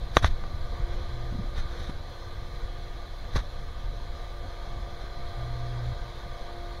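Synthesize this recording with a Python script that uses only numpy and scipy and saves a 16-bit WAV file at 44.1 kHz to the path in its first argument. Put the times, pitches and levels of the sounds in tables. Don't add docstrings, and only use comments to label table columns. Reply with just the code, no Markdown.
import sys
import numpy as np
from scipy import signal
from scipy.fft import rfft, irfft
from scipy.io import wavfile
from scipy.ndimage import uniform_filter1d

SR = 44100
rng = np.random.default_rng(int(sys.argv[2]) if len(sys.argv) > 2 else 0)


def output_pcm(signal):
    pcm = np.clip(np.atleast_2d(signal).T, -1, 1) * 32767
    wavfile.write(sys.argv[1], SR, np.round(pcm).astype(np.int16))


def level_to_linear(level):
    exponent = np.asarray(level, float) / 20
    return 10 ** exponent


N = 299880
T = np.arange(N) / SR

MAINS_HZ = 120
SHAFT_HZ = 57.98


def unit(x):
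    return x / np.sqrt(np.mean(x ** 2))


def columns(table):
    s, *rest = np.transpose(table)
    return [np.interp(T, s, c) for c in rest]


def noise():
    return rng.standard_normal(N)


def walk(rate_hz):
    hold = int(SR / rate_hz)
    steps = np.repeat(rng.standard_normal(N // hold + 1), hold)
    return unit(uniform_filter1d(uniform_filter1d(steps, hold), hold)[:N])


def band(x, lo_hz, hi_hz, order=2):
    sos = signal.butter(order, [lo_hz, min(hi_hz, SR / 2.1)], "bandpass", fs=SR, output="sos")
    return signal.sosfilt(sos, x)


def colour(x, slope, bells):
    hz = np.linspace(1, SR / 2, 4097)
    line_hz, line_db = np.transpose(slope)
    db = np.interp(np.log(hz), np.log(line_hz), line_db)
    db = db + sum(peak_db / (1 + (2 * (hz - f) / width) ** 2) for f, width, peak_db in bells)
    cepstrum = irfft(np.log(level_to_linear(db)))
    cepstrum[1:4096] *= 2
    cepstrum[4097:] = 0
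    impulse = irfft(np.exp(rfft(cepstrum)))[:4096]
    return signal.fftconvolve(x, impulse)[:N]


def patchy(x, patchy_db, from_hz):
    hz, _, cells = signal.stft(x, SR, nperseg=1536)
    depth_db = patchy_db * hz[:, None] / (hz[:, None] + from_hz)
    gain = level_to_linear(depth_db * rng.standard_normal(cells.shape))
    gain = gain / np.sqrt(np.mean(gain ** 2, axis=1, keepdims=True))
    return signal.istft(cells * gain, SR, nperseg=1536)[1][:N]


def tone(hz, wobble_db, wander_hz):
    turns = np.cumsum(hz + wander_hz * walk(6)) / SR + rng.random()
    return np.sqrt(2) * np.sin(2 * np.pi * turns) * level_to_linear(wobble_db * walk(9))


def steady(x, hold_s):
    return unit(x / (uniform_filter1d(x ** 2, int(hold_s * SR)) + 1e-9) ** 0.48)


def add(out, start_s, x):
    i = int(start_s * SR)
    out[i:i + len(x)] += x[:N - i]


# time_s, nearness_db, facing_db (towards the impeller housing)
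PATH = [(0.0, -1, -1.5), (0.6, 0, 0.5), (0.86, 2, 1), (1.0, 1.5, -4), (1.3, .5, 0.5), (1.65, 1, -10),
        (2.0, -.5, -4), (2.4, -.5, -4.5), (3.2, -1, -3), (3.8, -1, 0), (4.2, -.5, -0.5), (4.7, 0.5, 2),
        (5.55, 1.5, 6), (6.2, 1, 6), (6.55, 1.6, 5.5), (6.8, 0.2, 6.5)]
# multiple (of the shaft rate), level_db
SHAFT_TONES = [(10, -60), (20, -75), (25, -72.5), (30, -70), (38, -70)]
# pitch_hz, level_db
SLOT_TONES = [(3571, -70), (3691, -72), (3811, -73), (3930, -68), (4053, -68), (4174, -69), (4238, -73),
              (4294, -70), (4521, -79)]
# pitch_hz, level_db
WHISTLES = [(10503, -90), (13636, -97), (13717, -96)]


def pump():
    near_db, facing_db = columns(PATH)
    rush_db, hiss_db = 0.99 * near_db, 0.59 * near_db
    vanes = level_to_linear(-57 + 2.3 * near_db) * tone(6 * SHAFT_HZ, 2.0, 0.6)
    second_vanes = level_to_linear(-56 + facing_db) * tone(12 * SHAFT_HZ, 1.5, 0.7)
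    orders = sum(level_to_linear(db) * tone(k * SHAFT_HZ, 2.5, 1.5) for k, db in SHAFT_TONES)
    orders = orders + level_to_linear(-63) * tone(10 * MAINS_HZ, 2.5, 6.0)
    slots = sum(level_to_linear(db) * tone(hz, 3.0, 3.5) for hz, db in SLOT_TONES + WHISTLES)
    lines = vanes + second_vanes + orders * level_to_linear(rush_db) + slots * level_to_linear(hiss_db)
    return lines + rush(-48 + rush_db, -56 + hiss_db)


# pitch_hz, level_db (per Hz)
RUSH = [(88, -28), (150, -14.5), (296, -2.5), (346, -24), (397, -3.5), (697, 1), (847, -0.5), (1180, -5),
        (1350, -3.5), (2780, -11), (4020, -11), (7940, -27), (15700, -51)]
# pitch_hz, width_hz, level_db
CASE = [(473, 188, 7.5), (1194.5, 114, 14), (1366, 53, -23.5), (1590, 270, 4), (1760, 110, -1),
        (1727, 96, 2.5), (2813, 210, -9), (3350, 330, 10.5), (4080, 220, 6), (4786, 240, 7),
        (5560, 710, -2.5), (6530, 1300, 7), (7950, 560, -40), (9400, 2100, 8.5)]


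def rush(rush_db, hiss_db):
    flow = patchy(colour(noise(), RUSH, CASE), 5.1, 3000)
    edges_hz = 150 * 2 ** np.arange(0, 7.1, 0.5)
    throb = 1 + 0.11 * np.sin(2 * np.pi * MAINS_HZ * T)
    shared = walk(15)
    parts = [band(flow, lo, hi) * level_to_linear(0.4 * shared + 0.4 * walk(25))
             for lo, hi in zip(edges_hz, edges_hz[1:])]
    low = sum(parts[:8])
    high = throb * sum(parts[8:])
    low = low / band(low, 400, 2400).std()
    high = high / band(high, 3000, 7000).std()
    return level_to_linear(rush_db) * low + level_to_linear(hiss_db) * high


# start_s, length_s, level_db, rise_db (gain until the end)
PRESSES = [
    (0.0, 0.019, -34.5, -10),
    (0.865, 0.07, -47, 2),
    (1.077, 0.33, -43, 2),
    (3.72, 0.077, -63, 2),
    (4.55, .08, -55.5, -2),
    (5.364, 0.577, -38.5, 5.5),
    (6.045, 0.065, -43.5, -2.5),
    (6.27, 0.07, -49, 0),
]


def hum():
    edge_s, rattle_from_db, rattle_db = 0.03, -40, -41.5
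    gain = level_to_linear(-57.5 + 1.9 * walk(12))
    for start_s, length_s, db, rise_db in PRESSES:
        inside_s = np.minimum(T - start_s, start_s + length_s - T)
        held = np.clip(inside_s / edge_s + 0.5, 0, 1)
        gain = gain + held ** 2 * level_to_linear(db + rise_db * np.clip((T - start_s) / length_s, 0, 1))
    hard = (gain / level_to_linear(rattle_from_db)) ** 7.0
    rattle = level_to_linear(rattle_db) * hard / (1 + hard)
    return gain * tone(MAINS_HZ, 0.7, 0.095) + rattle * tone(MAINS_HZ / 2, 1.9, 2.6)


# time_s, level_db
EFFORT = [(0.0, -27), (0.09, -34), (0.26, -25), (0.45, -29.5), (1.66, -29.5), (1.68, -33), (1.97, -29.5),
          (2.14, -38), (2.4, -33), (3.29, -35.5), (3.35, -30), (3.52, -33.5), (3.98, -35), (4.01, -34.5),
          (6.04, -33.5), (6.1, -38.5), (6.27, -39.5), (6.8, -35)]
EFFORT_SHARES = (1.0, 0.83, 0.34)
# peak_s, length_s, extra_db, quickness (0 sways, 1 shakes and kneads)
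SHIFTS = [(.11, 0.035, 5, 0.66), (0.169, 0.024, 19, 1.0), (.24, 0.026, 16, 0.78), (.31, 0.068, 7.5, 0.09),
          (.8, 0.061, 2, 0.36), (.86, 0.046, -3, 0.22), (.95, 0.06, 10, .1), (1.0, 0.058, 9, 0.77),
          (1.21, 0.045, 3, 0.45), (1.4, 0.044, 5.5, 0.93), (1.6, 0.047, 12, 0.26), (1.9, 0.048, 9, .9),
          (2.05, 0.16, -6.5, 0.12), (2.45, 0.31, 0.5, .1), (2.65, 0.074, 8.5, .1), (2.97, .05, 2, .2),
          (3.35, 0.14, 11, 0.51), (3.45, 0.096, -5.5, .1), (3.49, 0.015, 2, .8), (3.86, 0.11, 7, 0.083),
          (4.39, 0.046, 2.5, .1), (4.45, 0.044, 6.5, 1), (4.75, 0.15, 17, 0.45), (5.0, 0.054, 0, .1),
          (5.21, 0.11, 11, 0.33), (5.64, .06, 3.5, .8), (5.93, .05, 7, 0.3), (6.3, .06, 13, 0.16),
          (6.42, .04, 15, 0.17)]


def hand():
    effort_db = columns(EFFORT)[0] + 33
    slow_db, quick_db = 0, 0
    for peak_s, length_s, extra_db, quickness in SHIFTS:
        swell_db = extra_db * np.exp(-(2 * (T - peak_s) / length_s) ** 2)
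        slow_db = slow_db + swell_db * (1 - 2 * quickness)
        quick_db = quick_db + swell_db * (2 * quickness - 0.6)
    sway_share, shake_share, knead_share = EFFORT_SHARES
    sway_db = -34.5 + sway_share * effort_db + 1.0 * walk(12) + slow_db
    shake_db = -45.5 + shake_share * effort_db + 1.5 * walk(14) + quick_db
    knead_db = -62 + knead_share * effort_db + 3.0 * walk(14) + 0.84 * quick_db
    sway = steady(band(noise(), 10.7, 40.2), 0.12)
    shake = steady(band(noise(), 49, 106.8) * level_to_linear(2.0 * walk(25)), 0.092)
    knead = unit(band(noise(), 118, 333) * level_to_linear(3.8 * walk(37)))
    return level_to_linear(sway_db) * sway + level_to_linear(shake_db) * shake + level_to_linear(knead_db) * knead


# pitch_hz, level_db (per Hz)
RUB_COLOUR = [(200, -6), (600, 0), (1500, 0), (2400, -4), (3000, -9), (4500, -11), (6500, -13), (7500, -24),
              (11000, -27), (16000, -38)]
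# pitch_hz, width_hz, level_db
GRIP = [(1200, 300, 3), (1500, 200, 4), (2750, 550, -15), (3750, 650, 9), (4850, 700, -10), (6000, 900, 9),
        (6850, 350, -14), (7500, 500, 6), (8200, 800, -15), (9700, 1500, 7)]
# peak_s, level_db, rise_s, fall_s, brightness_db
STROKES = [(.15, -56, 0.027, 0.027, 10.5), (0.171, -24, .006, 0.0097, -4), (.183, -46.5, 0.011, 0.025, 7.5),
           (0.228, -55, 0.0052, 0.031, 20.5), (0.247, -30.5, 0.023, 0.01, -9),
           (0.259, -44, .008, 0.026, 8.5), (0.28, -49.5, .025, 0.0093, 9.5), (.31, -61, 0.013, .012, 11),
           (.93, -60.5, 0.03, 0.05, 11), (1.584, -44, 0.035, 0.042, 4), (1.72, -48, .03, .08, -3),
           (1.84, -54.5, 0.13, 0.097, 7.5), (1.899, -52.5, 0.037, 0.027, -4),
           (3.355, -45, .005, 0.016, 8.5), (3.362, -39, 0.0088, .018, 6.5), (3.382, -41.5, 0.022, 0.026, 1),
           (3.405, -48, 0.028, 0.022, -1), (3.345, -54, 0.028, .01, 6), (5.7, -84, .06, .09, 8),
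           (5.87, -66, 0.093, 0.11, 13)]
# level_db (against the body), share (of
SKIN_PARTS = [(-3.5, 0.87), (-3.5, 0.97), (-9.5, 1.0), (-20, 1.2)]


def rubs():
    grains = noise() * level_to_linear(2.5 * rng.exponential(size=N) + 2.0 * walk(200))
    skin = patchy(colour(grains, RUB_COLOUR, GRIP), 4.9, 2700)
    edges_hz = [200, 1750, 2750, 4900, 7000, 16000]
    parts = np.array([unit(band(skin, lo, hi, order=3)) for lo, hi in zip(edges_hz, edges_hz[1:])])
    out = np.zeros(N)
    for peak_s, db, rise_s, fall_s, bright_db in STROKES:
        span = slice(max(int((peak_s - 4 * rise_s) * SR), 0), int((peak_s + 4 * fall_s) * SR))
        t = T[span] - peak_s
        away = np.where(t < 0, -t / rise_s, t / fall_s)
        mix = level_to_linear(np.array([0] + [part_db + share * bright_db for part_db, share in SKIN_PARTS]))
        out[span] += level_to_linear(db - 20 * away ** 1.56) * (mix @ parts[:, span])
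    return out


# start_s, level_db (peak), push_ms, ring_s, push_share
CLICKS = [
    (.169, -1, 0.37, 0.021, 1.2),
    (0.226, -26, 0.23, 0.019, 0.12),
    (0.233, -33, 0.41, 0.0083, 0.082),
    (.245, -8.5, 0.56, 0.023, 0.77),
    (0.2461, -12, 0.25, 0.0089, 0.42),
    (0.256, -30, 0.51, 0.016, 0.12),
    (0.4387, -24, 0.77, 0.013, 0.54),
    (3.3584, -19.5, 1.34, 0.016, 1.1),
    (3.361, -23, 0.2, 0.047, 0.16),
]
# pitch_hz, level_db, share (of the ring time)
SHELL = [(740, 6, 0.33), (1138, 5, 0.77), (1463, -6, 1.8), (1806, -6.5, 1.1), (2200, -30, 0.68),
         (3460, 3, 0.51), (3710, 2.5, 0.5), (5590, -8.5, 0.65), (6170, -9.5, 0.75), (11100, -8.5, 0.25)]


def clicks():
    out, t = np.zeros(N), T[:3000]
    for start_s, db, push_ms, ring_s, push_share in CLICKS:
        treble = 0.75 / (1 + (push_ms / 0.69) ** 9.7)
        push = np.sin(np.pi * np.clip(t / (push_ms * 1e-3), 0, 1)) ** 2
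        rings = 0
        for hz, mode_db, share in SHELL:
            luck = rng.standard_normal()
            level = level_to_linear(mode_db + 2 * luck) * (treble if hz > 3000 else 1)
            decay = np.exp(-np.log(1000) * t / (ring_s * share))
            rings = rings + level * np.sin(2 * np.pi * hz * (1 + 0.0074 * luck) * t) * decay
        onset = 1 - np.exp(-t / 0.0004)
        add(out, start_s, level_to_linear(db) * (push_share * push + 0.29 * rings * onset))
    return colour(out, [(20, 2), (6500, 1), (8000, -8), (16000, -9)], [(8250, 1500, -20.5)])


# start_s, level_db (peak), swing_hz (negative starts inwards), swings
BUMPS = [(0.169, -10, -57, 0.34), (.244, -12.5, 63, 0.99), (0.795, -22, 78, 0.96), (.822, -19, -34.5, 1),
         (1.304, -39, 109, 1), (1.323, -25, 126, 0.7), (1.341, -26, 119, 1.4), (1.343, -34, 244, 4.8),
         (1.386, -27.5, 182, 3.8), (1.438, -36, 226, 2.3), (1.894, -22, -150, 0.69), (3.345, -21, 29, 0.33),
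         (3.36, -16, 78.5, 0.86), (3.372, -24.5, 47, 2), (5.039, -35, 185, 0.66), (5.192, -39, 173, 1.6),
         (6.258, -34.5, 136, 1.4), (6.289, -36, 40, 1.6)]


def bumps():
    out, t = np.zeros(N), T[:4000]
    for start_s, db, hz, swings in BUMPS:
        envelope = np.sin(np.pi * np.clip(t * abs(hz) / swings, 0, 1)) ** 0.5
        add(out, start_s, level_to_linear(db) * np.sin(2 * np.pi * hz * t) * envelope)
    return out


def microphone_hiss():
    hiss = patchy(band(noise(), 5600, 16000, order=1), 5.0, 2500)
    return level_to_linear(-68) * hiss * level_to_linear(0.5 * walk(9.6))


def scene():
    handling = hand() + rubs() + clicks() + bumps()
    return (pump() + hum() + handling + microphone_hiss())[None, :]


def coarse_treble(x, step_db, scatter_db, from_hz, top_hz):
    hz, s, cells = signal.stft(x, SR, window="cosine", nperseg=2048)
    size = np.abs(cells) + 1e-12
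    masking = np.exp(uniform_filter1d(np.log(size), size=64, axis=0))
    luck = rng.standard_normal((len(hz) // 12 + 1, len(s)))
    luck = np.repeat(luck, 12, axis=0)[:len(hz)]
    treble = (hz ** 2 / (hz ** 2 + from_hz ** 2))[:, None]
    step = level_to_linear(step_db + scatter_db * luck) * masking * treble + 1e-12
    kept = np.round(size / step) * step / size * (hz < top_hz)[:, None]
    return signal.istft(cells * kept, SR, window="cosine", nperseg=2048)[1][:N]


def band_limit(x):
    return signal.sosfilt(signal.butter(12, 15830, fs=SR, output="sos"), x)


def record(dry):
    limited = np.clip(dry[0], -0.97, 0.97)
    mix = coarse_treble(limited, step_db=6.5, scatter_db=3.5, from_hz=3300, top_hz=15750)
    return band_limit(mix[None, :])


dry = scene()
out = record(dry)
output_pcm(out)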